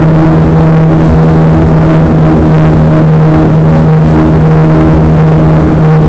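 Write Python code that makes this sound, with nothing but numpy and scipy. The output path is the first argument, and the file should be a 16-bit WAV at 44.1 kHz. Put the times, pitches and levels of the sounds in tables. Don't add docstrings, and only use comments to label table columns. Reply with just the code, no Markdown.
import sys
import numpy as np
from scipy import signal
from scipy.fft import rfft, irfft
from scipy.io import wavfile

SR = 44100
rng = np.random.default_rng(int(sys.argv[2]) if len(sys.argv) > 2 else 0)


def store_pcm(level_fs):
    pcm = np.round(np.clip(level_fs, -1, 1) * 32767).astype(np.int16)
    wavfile.write(sys.argv[1], SR, np.atleast_2d(pcm).T)


N = 268128


def from_db(db):
    return 10 ** (np.asarray(db) / 20)


def rms_one(x):
    return x / np.sqrt(np.mean(x ** 2) + 1e-20)


def in_time(rows):
    time_s, value = np.transpose(rows)
    return np.interp(np.arange(N) / SR, time_s, value)


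def swell(middle_s, length_s):
    half_lengths = 2 * (np.arange(N) / SR - middle_s) / length_s
    return .5 ** (half_lengths ** 2)


def drift(rate_hz):
    step = 40
    settle = 2000
    pole = np.exp(-2 * np.pi * rate_hz * step / SR)
    noise = rng.standard_normal(N // step + settle + 2)
    slow = signal.lfilter([1], [1, -2 * pole, pole * pole], noise)[settle:]
    return np.interp(np.arange(N) / step, np.arange(len(slow)), rms_one(slow))


def partials(angle, table, wander_rate, flutter_db, flutter_rate):
    tones = 0
    for multiple, level_db, wander_rad in table:
        phase = round(multiple) * angle + wander_rad * drift(wander_rate)
        tones = tones + from_db(level_db) * np.cos(phase)
    return np.sqrt(2) * tones * from_db(flutter_db * drift(flutter_rate))


def panel(hz, width_hz, level_db):
    pole = np.exp(-np.pi * width_hz / SR)
    resonance = [1, -2 * pole * np.cos(2 * np.pi * hz / SR), pole * pole]
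    ringing = signal.lfilter([1, 0, -1], resonance, rng.standard_normal(N))
    return from_db(level_db) * rms_one(ringing)


def propeller_drone(angle):
    # shaft_multiple, relative level_db, phase_wander_rad
    drone_tones = [(2, 0.5, 0.093), (6, -17, 1), (8, -24.5, 1), (10, -27, 1)]
    return partials(angle, drone_tones, wander_rate=1.56, flutter_db=3.0, flutter_rate=19.7)


def drone_octave(angle):
    # shaft_multiple, relative level_db, phase_wander_rad
    octave_tones = [(4, 0.008, 0.6)]
    return partials(angle, octave_tones, wander_rate=1.69, flutter_db=1.3, flutter_rate=32)


def rough_tones(angle):
    # shaft_multiple, relative level_db, phase_wander_rad
    half_rate_tones = [(1, -2.5, 1.47), (3, -1.5, 0.78), (5, -8, 1.22), (7, -14.5, .9)]
    # centre_hz, width_hz, level_db within the rough tones
    keel_panel = (70.84, 6.7, -2.2)
    tones = partials(angle, half_rate_tones, wander_rate=2.4, flutter_db=3.5, flutter_rate=18)
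    return tones + panel(*keel_panel)


def drive(turns_per_s, drone_db, octave_db, rough_db):
    jitter = 0.039 * drift(21)
    angle = 2 * np.pi * np.cumsum(turns_per_s) / SR + jitter
    drone = from_db(drone_db) * propeller_drone(angle)
    octave = from_db(octave_db) * drone_octave(angle)
    rough = from_db(rough_db) * rough_tones(angle)
    return drone - octave + rough


def coloured_noise(spectrum):
    hz, level_db = np.transpose(spectrum)
    bins_hz = np.maximum(np.arange(N // 2 + 1) * SR / N, 1)
    gain = from_db(np.interp(np.log(bins_hz), np.log(hz), level_db))
    return rms_one(irfft(rfft(rng.standard_normal(N)) * gain, N))


def water(rush_db, lumpy_db, wake_db):
    # frequency_hz, relative density_db (per Hz)
    rush_spectrum = [(20, -4.5), (45, -8), (75, 5), (120, 3), (200, 1.5), (350, 1.5), (550, -5), (900, -17),
                     (1400, -15.5), (2500, -39.5), (5000, -60), (8000, -70)]
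    # centre_hz, width_hz, level_db within the water
    deck_panel = (180.8, 19, -9)
    rush = coloured_noise(rush_spectrum) * from_db(wake_db + lumpy_db * drift(25))
    return from_db(rush_db) * (rush + panel(*deck_panel))


def ride():
    # middle_s, length_s, drone_loss_db, rough_rise_db
    beat_dips = [(0.0, 0.092, 3, 6), (0.461, .28, 6.5, 2), (1.013, 0.11, 9, 1.5), (1.668, 0.26, 5.5, 0.5),
                 (2.084, 0.13, 9, -1.5), (2.395, 0.14, 7, 0), (2.758, 0.29, 3, 2), (3.521, 0.23, 7, 4.5),
                 (3.783, .14, 2.5, 11.5), (4.089, 0.14, 2.5, 12), (4.266, 0.088, 12, 2.5),
                 (5.012, 0.17, 6.5, 0), (5.685, 0.2, 9.5, 0.5), (6.08, 0.13, 7, 6.5)]
    # middle_s, length_s, octave_rise_db
    octave_swells = [(0.025, 0.023, 18), (0.245, 0.24, 13.5), (.67, 0.18, 9.5), (1.006, 0.25, 8.5),
                     (1.377, 0.12, 7), (1.576, 0.14, 11), (1.92, 0.12, 11.5), (2.295, 0.094, 15),
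                     (2.455, 0.07, 10), (2.63, 0.14, 13), (2.979, 0.11, 13), (3.367, 0.21, 13),
                     (4.192, 0.17, 13), (4.78, 0.36, 12), (5.517, 0.34, 8.5)]
    # time_s, level_db
    rough_level = [(0, -22.5), (.65, -8.5), (.87, -18.5), (1.05, -3.5), (1.3, -5.5), (1.9, -11.5),
                   (2.6, -7), (3.1, -13.5), (3.95, -16), (4.7, -8.5), (6.08, -13)]
    # time_s, level_db
    rush_level = [(0, -7.5), (.85, -8), (1.25, -12.5), (1.8, -7), (2.5, -10.5), (3.2, -8), (3.95, -9.5),
                  (5.05, -7), (5.6, -6.5), (6.08, -11)]
    base_thrust_db, base_slap_db = 3, -14
    loss_db = sum(loss * swell(middle, length) for middle, length, loss, _ in beat_dips)
    rough_rise_db = sum(rise * swell(middle, length) for middle, length, _, rise in beat_dips)
    octave_rise_db = sum(rise * swell(middle, length) for middle, length, rise in octave_swells)
    drone_db = base_thrust_db - loss_db
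    octave_db = base_slap_db + octave_rise_db
    rough_db = in_time(rough_level) + rough_rise_db
    return drone_db, octave_db, rough_db, in_time(rush_level)


def scene():
    # time_s, shaft_turns_per_s
    motor_speed = [(0, 79.2), (.45, 79.9), (1.2, 80), (1.9, 79.8), (2.15, 79), (2.55, 78.4), (3.3, 78.2),
                   (3.55, 78.7), (5.05, 78.8), (5.45, 78.3), (6.08, 78.1)]
    drone_db, octave_db, rough_db, rush_db = ride()
    boat = drive(in_time(motor_speed), drone_db, octave_db, rough_db)
    boat = boat + water(rush_db, lumpy_db=0.77, wake_db=0.35)
    flutter_db = 1 * drift(60)
    return (boat * from_db(flutter_db))[None]


def record(dry):
    input_bias, overload = -0.025, 0.68
    cutoff_hz = 8150
    squared = np.clip(dry + input_bias, -overload, overload)
    rounded = signal.sosfilt(signal.butter(1, 8500, fs=SR, output="sos"), squared)
    low_pass = signal.firwin(71, cutoff_hz, fs=SR, window=("kaiser", 2.5))
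    return signal.fftconvolve(rounded, low_pass[None], mode="same", axes=1)


dry = scene()
out = record(dry)
store_pcm(out)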